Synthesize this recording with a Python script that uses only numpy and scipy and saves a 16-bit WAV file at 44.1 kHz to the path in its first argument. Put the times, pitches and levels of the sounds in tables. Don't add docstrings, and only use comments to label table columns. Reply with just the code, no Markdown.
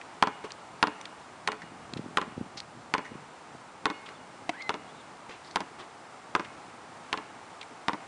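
import sys
import numpy as np
from scipy import signal
from scipy.fft import rfft, irfft, next_fast_len
from scipy.io import wavfile
from scipy.ndimage import uniform_filter1d, map_coordinates

SR = 44100
rng = np.random.default_rng(int(sys.argv[2]) if len(sys.argv) > 2 else 0)


def store_wav(level_fs):
    pcm = np.round(np.clip(np.atleast_2d(level_fs), -1, 1) * 32767)
    wavfile.write(sys.argv[1], SR, pcm.T.astype(np.int16))


N = 355887
T = np.arange(SR) / SR


def amp(db):
    return 10 ** (np.asarray(db) / 20)


def unit(x):
    return x / np.sqrt(np.mean(x ** 2) + 1e-20)


def fade(t60):
    return np.exp(-np.log(1000) * T / t60)


def stroke(rise, t60):
    envelope = (1 - np.exp(-(T / rise) ** 2)) * fade(t60)
    return envelope / (envelope.max() + 1e-20)


def wobble(rate):
    knots = rng.standard_normal(int(N * rate / SR) + 4)
    return map_coordinates(knots, [np.arange(N) * rate / SR])


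def pulse(spectrum, size=4096):
    hz, db = np.transpose(spectrum)
    gain = amp(np.interp(np.log(np.fft.rfftfreq(size, 1 / SR) + 1), np.log(hz + 1), db))
    cepstrum = irfft(np.log(gain))
    cepstrum[1:size // 2] *= 2
    cepstrum[size // 2 + 1:] = 0
    response = irfft(np.exp(rfft(cepstrum)))
    return response / np.abs(response).max()


def colour(x, spectrum):
    response = pulse(spectrum)
    return signal.fftconvolve(x, response / np.linalg.norm(response))[:len(x)]


def noise(spectrum, size):
    return unit(colour(rng.standard_normal(size), spectrum))


def emphasis(hz, centre_hz, depth_db):
    return depth_db * (np.exp(-(2 * np.log2(hz / centre_hz)) ** 2) - 1)


def tilted(spectrum, db_per_octave):
    return [(hz, db + db_per_octave * np.log2(hz / 2000)) for hz, db in spectrum]


def add(track, start_s, x):
    i = max(round(start_s * SR), 0)
    track[i:i + len(x)] += x[:max(len(track) - i, 0)]


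# f/Hz, level/dB
RUMBLE_SPECTRUM = [(20, -29.5), (50, -13), (90, -1.5), (170, 3.5), (300, -1.5), (500, -9.5), (1000, -35),
                   (10000, -73)]
# f/Hz, level/dB
EDDY_SPECTRUM = [(25, -57), (70, -18.5), (130, 0.5), (250, 5), (450, -4.5), (750, -24.5), (2000, -59),
                 (10000, -80)]
# t/s, level/dB
STRONG_EDDIES = [(1.64, -37), (1.72, -37.5), (1.935, -29.5), (1.966, -28), (1.993, -25.5), (2.061, -32),
                 (2.277, -33.5), (2.378, -26), (2.411, -24), (3.117, -32), (3.154, -31.5), (3.549, -38)]


def wind(breeze_db=-60, gust_db=9.5, gust_s=2.04, rise_s=.33, fall_s=.65, peak_eddies_per_s=18):
    t = np.arange(N) / SR - gust_s
    strength_db = breeze_db + gust_db * np.exp(-np.abs(t) / np.where(t < 0, rise_s, fall_s))
    out = amp(strength_db + 1.2 * wobble(4) + wobble(25)) * noise(RUMBLE_SPECTRUM, N)
    eddies_per_s = peak_eddies_per_s * amp(strength_db - strength_db.max()) ** 1.5
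    onsets = np.flatnonzero(rng.random(N) < eddies_per_s / SR)
    small_eddies = [(i / SR, strength_db[i] + 13) for i in onsets]
    for s, db in list(STRONG_EDDIES) + small_eddies:
        add(out, s, amp(db) * pulse(EDDY_SPECTRUM))
        flutter = noise(RUMBLE_SPECTRUM, SR) * stroke(rise=.0076, t60=.14)
        add(out, s - .012, amp(db - 17) * flutter)
    return out


# f/Hz, level/dB
TRAFFIC_SPECTRUM = [(120, -36.5), (200, -17.5), (247, -7.5), (268, -8), (366, -9), (578, -7.5), (658, -5),
                    (726, -4), (855, -2.5), (1060, -6), (1220, -5.5), (1720, -12.5), (2130, -14),
                    (3000, -19.5), (9880, -28.5), (12800, -72), (21700, -120)]


def town(lull_s=3.16, lull_db=-49.5, swell_db_per_s=.34):
    from_lull_s = np.abs(np.arange(N) / SR - lull_s)
    level_db = lull_db + swell_db_per_s * from_lull_s + .4 * wobble(5)
    traffic = amp(level_db) * noise(TRAFFIC_SPECTRUM, N)
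    whine_hz = 7572 + 14 * wobble(12)
    return traffic + amp(-73) * np.sin(2 * np.pi * np.cumsum(whine_hz) / SR)


# f/Hz, level/dB
GRIT_SPECTRUM = [(200, -29), (900, 2), (1900, 10.5), (2800, 1.5), (3600, 2.5), (4600, 1.5), (6000, -0.5),
                 (10000, -12.5)]
# t/s, level/dB, t60/s, emphasised f/Hz
SCUFFS = [(.012, -37, .025, 2370), (.504, -39, .04, 3000), (0.519, -31, 0.009, 5600),
          (1.0115, -35, .013, 7040), (1.054, -31.5, 0.017, 3800), (1.616, -37.5, 0.056, 1980),
          (1.9362, -27, .009, 3350), (1.969, -38.5, .045, 3450), (2.567, -36.5, .11, 4570),
          (2.6023, -27.5, 0.01, 4500), (3.045, -40, 0.12, 1790), (4.055, -43.5, 0.11, 3000),
          (4.088, -38, .022, 2400), (4.618, -38.5, .035, 4240), (5.286, -45, 0.29, 2690),
          (5.43, -51.5, 0.34, 4400), (5.508, -43.5, 0.044, 4800), (5.783, -47.5, .2, 3300),
          (6.445, -40, .06, 2470), (7.611, -35.5, 0.036, 3240), (7.628, -38, 0.023, 2900)]


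def shoes(grain_db=3, rise_share=.055):
    out = np.zeros(N)
    for s, db, t60, bright_hz in SCUFFS:
        friction = rng.standard_normal(SR)
        grains = amp(grain_db * unit(uniform_filter1d(rng.standard_normal(SR), size=40)))
        spectrum = [(hz, level + emphasis(hz, bright_hz, depth_db=14)) for hz, level in GRIT_SPECTRUM]
        drag = stroke(rise_share * t60, t60)
        scuff = unit(colour(friction * grains * drag, spectrum))
        add(out, s, amp(db - 2.5) * np.sqrt(np.mean(drag ** 2)) * scuff)
    return out


def ring(modes, rise, spread_db=.7, detune=.01, pitch=1, t60_scale=1, spin_db=0):
    draws = rng.standard_normal((len(modes), 4))
    tone = np.zeros(SR)
    for (hz, db, t60), (strength, mistuning, speed, angle) in zip(modes, draws):
        lobes_db = spin_db * np.sin(2 * np.pi * ((9 + 2 * speed) * T + angle))
        envelope = amp(db + spread_db * strength + lobes_db) * fade(t60 * t60_scale)
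        mode_hz = hz * pitch * (1 + detune * mistuning)
        tone += envelope * np.sin(2 * np.pi * mode_hz * T)
    return tone * (1 - np.exp(-T / rise))


# f/Hz, level/dB
SLAP_SPECTRUM = [(30, -21.5), (100, -0.5), (240, 4), (380, 2.5), (560, -19), (1000, 7.5), (2000, 2),
                 (3600, -4), (5000, -12.5), (7000, -24.5), (10000, -28.5)]
# f/Hz, level/dB, t60/s
SHELL_MODES = [(303, -13.5, 0.028), (505.4, -19, 0.064), (895, -5.5, 0.024), (1030, 1.5, 0.024),
               (1377, -1.5, 0.017), (1782, -6.5, 0.013)]
# f/Hz, level/dB
SHUDDER_SPECTRUM = [(80, -13), (300, 6.5), (620, -3), (1000, 9), (1400, 1), (2200, -8), (3600, -10.5),
                    (5500, -43), (10000, -55)]
# f/Hz, level/dB, t60/s
LINGERING_MODES = [(430, 27, .13), (992, 19, .16), (1491, 2, .6), (2172, -2, .85), (2869, -5.5, 1.6),
                   (3510, -11, .7), (4435, -10, 1.1)]
LEAD_S, CONTACT_S = .0024, .0098


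def bounce(db, tilt, pitch, grit, linger_db):
    hit, slap_spectrum = np.zeros(SR), tilted(SLAP_SPECTRUM, tilt)
    crunch = noise(tilted(GRIT_SPECTRUM, 1.4), SR) * stroke(rise=.0029, t60=.011)
    add(hit, 0, amp(db - 42 + 21.5 * grit) * crunch)
    add(hit, LEAD_S, amp(db) * pulse(slap_spectrum))
    add(hit, LEAD_S, amp(db - 12.5) * noise(slap_spectrum, SR) * stroke(rise=.00036, t60=.019))
    landing = ring(SHELL_MODES, rise=.0006, pitch=pitch)
    add(hit, LEAD_S, amp(db - 2.2 - 11 * grit) * landing)
    lift_off = ring(SHELL_MODES, rise=.0015, t60_scale=.85)
    tick = amp(-22) * noise(GRIT_SPECTRUM, SR) * stroke(rise=.00031, t60=.0093)
    add(hit, LEAD_S + CONTACT_S, amp(db - 5) * (lift_off + tick))
    shudder = noise(SHUDDER_SPECTRUM, SR) * stroke(rise=.0075, t60=.12)
    add(hit, LEAD_S, amp(db - 26.5) * shudder)
    ping_hz = 2330 * 2 ** (.06 * tilt)
    modes = [(hz, level + emphasis(hz, ping_hz, depth_db=8), t60) for hz, level, t60 in LINGERING_MODES]
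    hum_and_ping = ring(modes, rise=.004, spread_db=1, detune=.0003, spin_db=4)
    add(hit, LEAD_S, amp(linger_db) * hum_and_ping)
    return hit


# t/s, level/dB, tilt/(dB per octave), landing pitch ratio, grit (0-1), lingering level/dB
BOUNCES = [(0.2255, -4, 2, 0.952, 0.07, -48), (0.828, -3, 1.9, 1.04, 0.17, -50),
           (1.4759, -9, 4.7, 0.91, 1, -47.5), (2.1729, -6, 0.7, 0.97, .9, -53),
           (2.9394, -7.5, 2.2, 1.09, 0.57, -54), (3.8563, -7.5, 1.7, 1.07, 0.32, -44.5),
           (4.6938, -9.7, 1.2, 0.897, 0.6, -54), (5.5589, -9, 4.3, 0.932, 0.19, -56),
           (6.3513, -8.2, 0.6, 1.192, 0.01, -53.5), (7.1293, -10, 2.2, 0.97, 0.74, -55),
           (7.8834, -8.5, 0.9, 0.9, 0.47, -54)]
# t/s, length/m
WALL_DETOUR = [(.2, 16.2), (.83, 14.95), (2.94, 14.37), (4.7, 16.5), (6.35, 15.5), (7.13, 15.8),
               (7.9, 17.05)]
# f/Hz, level/dB
WALL_SPECTRUM = [(40, -9.5), (150, 7.5), (265, 10.5), (370, 7), (480, 5.5), (1000, -0.5), (3500, -1.5),
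                 (6000, 2.5), (10000, -1.5)]
# f/Hz, level/dB
SCATTER_SPECTRUM = [(60, -16), (300, 6), (900, 4.5), (2500, 9.5), (6000, -13.5), (10000, -15)]


def dribble(sound_m_per_s=343):
    direct, echo = np.zeros(N), np.zeros(N)
    for s, db, tilt, pitch, grit, linger_db in BOUNCES:
        hit = bounce(db, tilt, pitch, np.clip(grit, 0, 1), linger_db)
        add(direct, s - LEAD_S, hit)
        lag_s = np.interp(s, *np.transpose(WALL_DETOUR)) / sound_m_per_s
        echo_gain = amp(-15 - .4 * db)
        add(echo, s - LEAD_S + lag_s, echo_gain * colour(hit, WALL_SPECTRUM))
    ledges = noise(SCATTER_SPECTRUM, SR) * stroke(rise=.002, t60=.03)
    smear = signal.fftconvolve(echo, ledges / np.linalg.norm(ledges))[:N]
    return direct + echo + amp(-13.5) * smear


def scatter(x):
    near = noise(SCATTER_SPECTRUM, SR) * stroke(rise=.004, t60=.36)
    far = noise(SCATTER_SPECTRUM, SR) * stroke(rise=.018, t60=1)
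    tail = amp(-29) * near / np.linalg.norm(near) + amp(-28) * far / np.linalg.norm(far)
    return signal.fftconvolve(x, tail)[:N]


# t/s, level/dB, t60/s
PATS = [(0.436, -37, 0.098), (4.075, -48.5, 0.18), (5.288, -40, 0.075), (5.78, -43, 0.19)]
# f/Hz, level/dB
PAT_SPECTRUM = [(100, -22), (330, -7), (430, 2), (600, -14), (900, -12), (1100, 0), (1350, -14),
                (2500, -16), (4000, -23), (10000, -36)]
# t/s, level/dB
CATCHES = [(4.493, -16)]
# f/Hz, level/dB
CATCH_SPECTRUM = [(60, -28), (200, -22), (310, 11), (480, -14), (680, 7.5), (880, 8), (1250, -16),
                  (2300, -8), (4000, -17.5), (10000, -31.5)]


def hands(rise_share=.077):
    out = np.zeros(N)
    for s, db, t60 in PATS:
        add(out, s, amp(db) * noise(PAT_SPECTRUM, SR) * stroke(rise_share * t60, t60))
    for s, db in CATCHES:
        add(out, s, amp(db) * pulse(CATCH_SPECTRUM))
        fingers = noise(CATCH_SPECTRUM, SR) * stroke(rise=.0013, t60=.021)
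        add(out, s, amp(db - 1) * fingers)
    return out


# t/s, start f/Hz, end f/Hz, level/dB
CHIRPS = [(4.135, 3750, 3200, -58), (4.875, 3200, 3650, -56), (4.935, 3550, 3950, -61),
          (4.975, 3800, 3400, -54.5)]


def birds(length_s=.054):
    out, progress = np.zeros(N), np.clip(T / length_s, 0, 1)
    for s, start_hz, end_hz, db in CHIRPS:
        glide_hz = start_hz + (end_hz - start_hz) * progress
        hz = glide_hz * (1 + .042 * wobble(245)[:SR])
        add(out, s, amp(db) * np.sin(np.pi * progress) * np.sin(2 * np.pi * np.cumsum(hz) / SR))
    return out


def squeak(start_s=4.525, climb_s=.088, hold_s=.081, fade_s=.012):
    start_hz, top_hz, sag_hz_per_s = 1450, 2110, 1100
    t = np.arange(N) / SR - start_s
    climb = np.clip(t / climb_s, 0, 1)
    held_s = np.clip(t - climb_s, 0, hold_s)
    hz = start_hz + (top_hz - start_hz) * climb - sag_hz_per_s * held_s
    ragged = np.clip(1 - held_s / fade_s, 0, 1)
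    sliding = np.clip(np.minimum(t, climb_s + hold_s - t) / fade_s, 0, 1)
    jitter = (.008 + .05 * ragged) * wobble(350)
    phase = 2 * np.pi * np.cumsum(hz * (1 + jitter)) / SR
    stutter_db = (1 + 4 * ragged) * wobble(90)
    tone = np.sin(phase) + amp(-15) * ragged * np.sin(1.5 * phase) + amp(-17) * np.sin(2 * phase)
    return sliding * amp(-42.5 - 4.5 * ragged + stutter_db) * tone


def scene():
    player = dribble() + hands() + shoes() + squeak()
    return (player + scatter(player) + wind() + birds() + town())[None]


def record(dry):
    cutoff_hz, size = 10050, next_fast_len(N + SR)
    passband = np.fft.rfftfreq(size, 1 / SR) < cutoff_hz
    return irfft(rfft(dry, size) * passband, size)[:, :N]


dry = scene()
out = record(dry)
store_wav(out)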